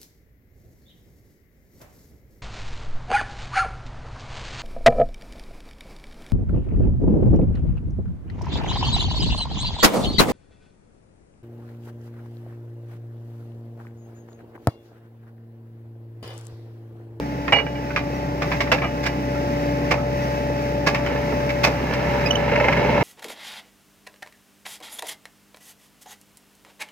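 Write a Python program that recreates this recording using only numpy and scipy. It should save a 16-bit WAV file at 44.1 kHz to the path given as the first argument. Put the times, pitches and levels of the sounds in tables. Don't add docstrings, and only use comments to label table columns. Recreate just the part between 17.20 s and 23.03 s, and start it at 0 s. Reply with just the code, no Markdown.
import sys
import numpy as np
from scipy import signal
from scipy.fft import rfft, irfft
from scipy.io import wavfile
from scipy.ndimage import uniform_filter1d

SR = 44100
rng = np.random.default_rng(int(sys.argv[2]) if len(sys.argv) > 2 else 0)


def transcribe(u):
    v = np.clip(np.atleast_2d(u).T, -1, 1)
    q = np.round(v * 32767).astype(np.int16)
    wavfile.write(sys.argv[1], SR, q)


N = 257103
T = np.arange(N) / SR
HZ = np.arange(N // 2 + 1) * SR / N
TOP_HZ = 15650

# (time [s], level [dB], treble [dB], t60 [s], note [Hz])
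JAW_KNOCKS = [(0.279, -17.5, -14, 0.083, 1840), (.322, -10, -15, 0.12, 540), (.36, -19, -18, 0.084, 1982),
              (.386, -21, -28, 0.073, 1604), (.399, -26, -22, 0.049, 1982), (0.465, -32.5, -23, .07, 1640),
              (0.704, -29.5, -19, .1, 1500), (.761, -14, -6.5, .13, 2410), (1.219, -19, -3.5, .13, 1174),
              (1.315, -18, -7, 0.16, 2120), (1.404, -15, 0.5, .13, 2134), (1.472, -27.5, -11, 0.092, 1980),
              (1.516, -9.5, 0.5, .13, 2686), (1.58, -26.5, -13, 0.11, 1725),
              (1.618, -22.5, -30, 0.18, 2330), (1.863, -23.5, 4, 0.084, 1642), (2.714, -23, -10, .14, 1750),
              (3.746, -22, -3, 0.12, 1868), (3.862, -27.5, -2, 0.084, 1420), (3.959, -28, -8, .07, 1740),
              (4.203, -32, -2, .07, 1610), (4.291, -25.5, 0, 0.11, 2218), (4.736, -21, 5.5, .055, 1780),
              (5.01, -27, -7, .08, 1680)]
# (time [s], level [dB], bass [dB], treble [dB], t60 [s], note [Hz])
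JAW_SCRAPES = [(1.829, -28, -6, 7, 0.13, 1650), (1.855, -29, 0, 7, 0.11, 5080),
               (2.706, -15.5, 6.5, 2, 0.092, 2180), (3.662, -14, 6, 5, 0.13, 1680),
               (3.738, -28, -4, 0, .15, 2660), (3.858, -29, -11, -4, .12, 3020),
               (4.292, -28.5, -19, 1, .09, 2640), (4.432, -13.5, 0, 8.5, 0.13, 2550)]
# (time [s], level [dB], t60 [s], note [Hz])
PILE_THUDS = [(.324, -24.5, 0.09, 851), (.358, -28, 0.06, 698), (.403, -30.5, 0.05, 572),
              (1.522, -22.5, 0.092, 528), (1.633, -27.5, .13, 1230), (2.148, -39, .12, 1370),
              (2.738, -35, .15, 850), (2.775, -37.5, 0.25, 1296), (4.118, -25.5, 0.092, 430.5),
              (4.441, -28, 0.11, 528), (4.465, -26, 0.24, 426)]
# (time [s], length [s], pitch [Hz], level [dB], relative octave level [dB])
STEEL_SQUEAKS = [(0.326, 0.094, 2884, -17.5, -32), (0.325, 0.055, 2330, -18, -43),
                 (.385, .03, 2335, -22.5, -43), (0.35, 0.061, 4370, -41, -35),
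                 (5.057, .022, 2490, -23.5, -5), (5.1065, .0095, 2975, -13, -11),
                 (5.118, 0.011, 2940, -29, -5), (5.1532, 0.008, 3030, -15, -11.5)]
# (time [s], level [dB])
JAW_CLINKS = [(.3235, -22), (.466, -37), (.555, -40.5), (1.62, -43), (1.645, -33), (1.857, -32),
              (1.872, -36)]
# (time [s], level [dB])
GRIND_SWELL = [(3.5, -45), (3.9, -29), (4.25, -40), (4.75, -26), (5.1, -25), (5.35, -24), (5.65, -21.5),
               (5.83, -22.5)]
# (frequency [Hz], level [dB])
CLACK_TONES = [(1705, -8), (1820, -4), (2065, 1.5), (2200, -3), (2600, -8)]
# (time [s], level [dB])
ENGINE_LEVEL = [(0, -33.5), (.7, -33.5), (1.3, -29.5), (1.8, -31), (2.2, -29.5), (5.83, -28.5)]
# (multiple of the crank rate [x], relative level [dB])
EXHAUST_TONES = [(2, 0.5), (3, -14.5), (4, 1), (5, -3.5), (6, -15.5), (7, -28), (8, -10), (11, -13),
                 (16, -59.5)]
# (time [s], hum [dB], whine [dB])
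PUMP_LEVELS = [(0, -33, -45), (.2, -35, -39), (.55, -36, -36), (1.55, -35, -33), (2.0, -31.5, -34),
               (2.13, -30.5, -29), (2.62, -30.5, -29.5), (2.85, -39.5, -29), (3.5, -34, -28.5),
               (3.95, -38, -28.5), (4.45, -37, -26), (4.68, -39.5, -37.5), (4.8, -42, -28), (5.2, -42, -27),
               (5.83, -41, -26.5)]
# (time [s], length [s], first pitch [Hz], last pitch [Hz], level [dB])
FAR_CHIRPS = [(0.938, .036, 5900, 5750, -54), (3.022, .036, 5700, 6100, -52)]

# (frequency [Hz], level [dB], t60 [s])
PILE_MODES = [(440, -2, 0.34), (517, -8.5, 0.2), (695.3, -6, 0.51), (818, 0, 0.38), (947, -2.5, 0.18),
              (1166, -12.5, 0.65), (1332, -5, 0.26), (1732, 5.5, 0.069), (2078, 1, 0.099),
              (2162, 1.5, 0.09), (2190, -13, 0.084), (2580, -7, 0.06), (3870, -6, 0.06), (5120, -11, 0.04)]
JAW_MODES = [(693, -2, 0.39), (851, -5, 0.25), (1604, -3, 0.18), (1982, -2, 0.25), (2330, 4, 0.12),
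             (2890, 0, 0.23), (3525, -26, .2), (4300, -24, .2), (5109, -20, .12)]
CASING_MODES = [(1063, 1, 0.56), (1700, -22, 0.17), (1860, -1, 0.16), (2007, 0, 0.19), (2150, -6.5, 0.27),
                (2585, -6, 0.42), (3820, -10.5, 0.087), (5130, -2.5, 0.043)]

# (frequency [Hz], relative level [dB])
CRACK_EQ = [(30, -32), (100, -10), (330, -13.5), (500, 0.5), (750, -2), (1100, 0), (1500, -6), (2300, 3),
            (2800, -6), (3300, -11.5), (4200, -15.5), (5200, -11.5), (6500, -21.5), (9000, -36),
            (15000, -31.5)]
GRIND_EQ = [(30, -14), (100, 8), (200, 5.5), (330, -7), (450, 8), (620, 3.5), (740, -5.5), (880, 10),
            (1100, -3), (1700, -3), (2100, -3.5), (2700, -5), (3400, -17), (5500, -27), (9000, -51),
            (15000, -67)]
SLIP_EQ = [(300, -20.5), (900, 6), (1200, -8), (1480, -1), (1710, 0.5), (1900, -11), (2070, 1), (2300, -6),
           (2700, -4), (3300, -24.5), (5500, -22), (9000, -47)]
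SLIP_THUD_EQ = [(30, -32), (100, -9), (220, 4), (330, -6), (480, 1), (600, 13), (720, -3), (860, 1),
                (1200, -12.5), (3000, -54)]
RUMBLE_EQ = [(20, -48), (45, -21), (70, -11.5), (105, -11.5), (150, -2), (200, -5.5), (270, -5),
             (340, -9.5), (450, -7.5), (600, -10.5), (800, -14), (1100, -28.5), (2500, -62.5)]
CLATTER_EQ = [(300, -34), (800, 0), (1200, 0), (1600, -1), (2150, -1), (2700, -6), (3400, -13.5),
              (4300, -15), (5500, -12), (6600, -19.5), (8000, -27.5), (10000, -30), (13000, -24.5),
              (16000, -24.5)]


def blows():
    grit = air(scatter=1.0, corner_hz=1160) * unit(undb(2.0 * walk(700)))
    treble = signal.sosfiltfilt(signal.butter(2, 3600, "high", fs=SR, output="sos"), grit)
    bass = signal.sosfiltfilt(signal.butter(2, 850, fs=SR, output="sos"), grit)
    crack, notes = np.zeros((2, N)), np.zeros(N)
    jitter = 0.79 * walk(250)
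    for start, db, rise, t60, bass_db, treble_db, note_hz, note_db in blow_cues():
        span = slice(int(start * SR), int(start * SR) + SR // 2)
        force = undb(db) * contact(start, rise, t60)[span]
        shelves = (undb(bass_db) - 1) * bass[:, span] + (undb(treble_db) - 1) * treble[:, span]
        crack[:, span] += force * (grit[:, span] + shelves)
        clang = undb(-10.5) * partials(low_hz=959.4, high_hz=2868, count=6)
        clang += undb(treble_db - 22) * partials(low_hz=3400, high_hz=5600, count=4)
        note = undb(note_db) * np.sin(2 * np.pi * note_hz * T[span] + jitter[span])
        notes[span] += force * (clang + note)
    sound = undb(-2.5) * colour(crack, CRACK_EQ) + undb(1.5) * notes
    sound += undb(-11.5) * ring(crack, PILE_MODES)
    return place(sound, lag_ms=0.077, pan_db=-3.0)


def blow_cues():
    knock_rise_s, scrape_rise_s, thud_rise_s = 0.0017, 0.011, 0.008
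    for start, db, treble_db, t60, hz in JAW_KNOCKS:
        yield start, db, knock_rise_s, t60, -2, treble_db, hz, -11.5 - 0.3225 * db
    for start, db, bass_db, treble_db, t60, hz in JAW_SCRAPES:
        yield start, db, scrape_rise_s, t60, bass_db, treble_db, hz, -5.5
    for start, db, t60, hz in PILE_THUDS:
        yield start, db - 5, thud_rise_s, t60, 18, -9, hz, 8


def grinding():
    grit = air(scatter=0.4, corner_hz=1010) * unit(undb(1.8 * walk(400)))
    run = judder()
    steady = grit * undb(curve(GRIND_SWELL) + 0.47 * walk(20))
    slips = grit * sum(undb(db) * contact(start, rise=0.004, t60=0.07) for start, db, _ in run)
    thuds = grit * sum(undb(db) * contact(start, rise=0.014, t60=0.066) for start, _, db in run)
    sound = undb(-2.5) * colour(steady, GRIND_EQ) + undb(-8.5) * ring(steady, PILE_MODES)
    sound += undb(-2.5) * colour(slips, SLIP_EQ) + undb(-7.5) * clacks(run)
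    sound += undb(-3.5) * colour(thuds, SLIP_THUD_EQ)
    return place(sound, lag_ms=0.056, pan_db=-2.5)


def judder():
    start_s, gap_s, quicken_s, hold_s = 5.312, 0.043, 0.0004, 0.22
    peak_db, fade_db_per_s, depth_db = -15, 118, 15
    slip = np.arange(13)
    age = gap_s * slip - quicken_s * slip * (slip - 1) / 2
    drop_db = np.clip(fade_db_per_s * (age - hold_s), 0, depth_db)
    drop_db[0] += 8.5
    return list(zip(start_s + age, peak_db - drop_db, peak_db - 0.36 * drop_db))


def clacks(run):
    out, jitter = np.zeros(N), 0.75 * walk(250)
    for start, db, _ in run:
        span = slice(int(start * SR), int(start * SR) + SR // 4)
        force = np.maximum(contact(start, rise=0.005, t60=0.059), contact(start, rise=0.01, t60=0.059))
        for hz, tone_db in CLACK_TONES:
            detune, offset = rng.standard_normal(2)
            cycles = hz * (1 + 0.011 * detune) * (T[span] - start) + offset
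            out[span] += undb(db + tone_db) * force[span] * np.sin(2 * np.pi * cycles + jitter[span])
    return out


def squeaks():
    rise_s, fade_db = 0.0043, 9
    out = np.zeros(N)
    waver, rough = walk(700), undb(1.1 * walk(250))
    for start, length, hz, db, octave_db in STEEL_SQUEAKS:
        along = np.clip((T - start) / length, 0, 1)
        attack, release = np.clip((T - start) / rise_s, 0, 1), np.clip(3.5 * (1 - along), 0, 1)
        grip = attack * release * undb(db - fade_db * along)
        tail = undb(db - fade_db - 9) * contact(start + length / 2, rise=length / 2, t60=0.07)
        sharp = 0.02 * contact(start, rise=0.001, t60=0.012)
        unsteady = 0.002 + 0.016 * contact(start, rise=0.002, t60=0.1)
        phase = 2 * np.pi * hz * np.cumsum(1 + sharp + unsteady * waver) / SR
        upper = sum(np.sin(k * phase) for k in range(3, 6) if k * hz < TOP_HZ)
        overtones = undb(octave_db) * (np.sin(2 * phase) + undb(-25) * upper)
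        out += (grip + tail) * (np.sin(phase) + overtones)
    return place(np.sqrt(2) * out * rough, lag_ms=0.071, pan_db=-9.5)


def clinks():
    rattle = sum(undb(db) * strike(JAW_MODES, start) for start, db in JAW_CLINKS)
    return place(rattle, lag_ms=0.062, pan_db=-5.5)


def diesel(turns):
    tones = sum(undb(db + 0.14 * walk(5.4)) * np.sin(2 * np.pi * (multiple * turns + rng.random()))
                for multiple, db in EXHAUST_TONES)
    firing, uneven = np.cos(4 * np.pi * turns), np.cos(2 * np.pi * turns)
    puffs = air(scatter=0.49, corner_hz=613) * unit(1 + 0.17 * firing + 0.33 * uneven)
    taps = air(scatter=0.76, corner_hz=2200) * unit(1 + 0.038 * firing + 0.041 * uneven)
    throb = undb(-1.0) * tones + undb(1.37) * colour(puffs, RUMBLE_EQ)
    clatter = undb(-6) * colour(taps, CLATTER_EQ) + undb(-13.5) * ring(taps, CASING_MODES)
    sound = place(throb, lag_ms=0.33, pan_db=0.5)
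    sound += place(clatter * undb(1.05 * walk(7.94)), lag_ms=0.453, pan_db=0.0)
    return sound * undb(curve(ENGINE_LEVEL))


def pump(turns):
    strokes = 9 * turns + 0.018 * walk(14)
    hum_db, whine_db = curve(PUMP_LEVELS), curve(PUMP_LEVELS, column=2)
    third_db = -38 + 0.3 * (whine_db - whine_db.mean())
    levels = [hum_db + 1.7 * walk(17), whine_db + 0.5 * walk(16), third_db + 0.74 * walk(16)]
    hum, whine, third = [np.sqrt(2) * undb(db) * np.sin(2 * np.pi * (k * strokes + rng.random()))
                         for k, db in enumerate(levels, 1)]
    return place(hum + third, lag_ms=0.23, pan_db=-0.5) + place(whine, lag_ms=0.27, pan_db=4.5)


def chirps():
    out, waver = np.zeros(N), 1 + 0.012 * walk(600)
    for start, length, first_hz, last_hz, db in FAR_CHIRPS:
        along = np.clip((T - start) / length, 0, 1)
        hz = (first_hz + (last_hz - first_hz) * along) * waver
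        out += undb(db) * np.sin(np.pi * along) * np.sin(2 * np.pi * np.cumsum(hz) / SR)
    return 2 * out


def contact(start, rise, t60):
    age = T - start
    return np.clip(age / rise, 0, 1) * np.exp(-np.log(1000) * np.clip((age - rise) / t60, 0, 2))


def strike(modes, start):
    age = np.clip(T - start, 0, 1)
    return sum(undb(db) * np.sin(2 * np.pi * hz * age) * np.exp(-np.log(1000) * age / t60)
               for hz, db, t60 in modes)


def ring(force, modes):
    response = strike(modes, 0)[:SR // 2]
    return signal.fftconvolve(force, response[None] / np.linalg.norm(response), axes=1)[:, :N]


def partials(low_hz, high_hz, count):
    spot, offset = rng.random((count, 2)).T
    hz = low_hz + (high_hz - low_hz) * (np.arange(count) + spot) / count
    cycles = hz[:, None] * T[:SR // 2] + offset[:, None]
    return np.sqrt(2 / count) * np.sin(2 * np.pi * cycles).sum(axis=0)


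def air(scatter, corner_hz):
    common, left, right = rfft(rng.standard_normal((3, N)))
    share = scatter * HZ ** 2 / (HZ ** 2 + corner_hz ** 2)
    return irfft(np.sqrt(1 - share) * common + np.sqrt(share) * np.array([left, right]), N)


def colour(x, eq):
    hz, db = np.transpose(eq)
    gain = unit(undb(np.interp(np.log(HZ + 1), np.log(hz), db)))
    cepstrum = irfft(np.log(gain), N)
    cepstrum[1:N // 2] *= 2
    cepstrum[N // 2 + 1:] = 0
    return irfft(rfft(x) * np.exp(rfft(cepstrum)), N)


def place(x, lag_ms, pan_db):
    left, right = np.broadcast_to(x, (2, N))
    right = irfft(rfft(right) * np.exp(-2j * np.pi * HZ * lag_ms / 1000), N)
    return np.array([left * undb(pan_db / 2), right * undb(-pan_db / 2)])


def walk(rate_hz):
    hold = int(SR / rate_hz)
    steps = np.repeat(rng.standard_normal(N // hold + 2), hold)
    return unit(uniform_filter1d(uniform_filter1d(steps, hold), hold)[:N])


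def curve(rows, column=1):
    rows = np.array(rows)
    return np.interp(T, rows[:, 0], rows[:, column])


def undb(db):
    return 10 ** (np.asarray(db) / 20)


def unit(x):
    return x / np.sqrt(np.mean(x ** 2))


def scene():
    idle_hz, sag_hz, settle_s = 32.14, 0.19, 0.5
    crank_hz = idle_hz - sag_hz * np.exp(-T / settle_s)
    turns = np.cumsum(crank_hz * (1 + 0.001006 * walk(5.994))) / SR
    return diesel(turns) + pump(turns) + blows() + clinks() + squeaks() + grinding() + chirps()


def record(dry):
    thin = signal.sosfilt(signal.butter(2, 36, "high", fs=SR, output="sos"), dry)
    rounded = thin / (1 + thin ** 6) ** (1 / 6)
    return signal.sosfilt(signal.ellip(10, 0.2, 80, TOP_HZ, fs=SR, output="sos"), rounded)


dry = scene()
out = record(dry)
transcribe(out)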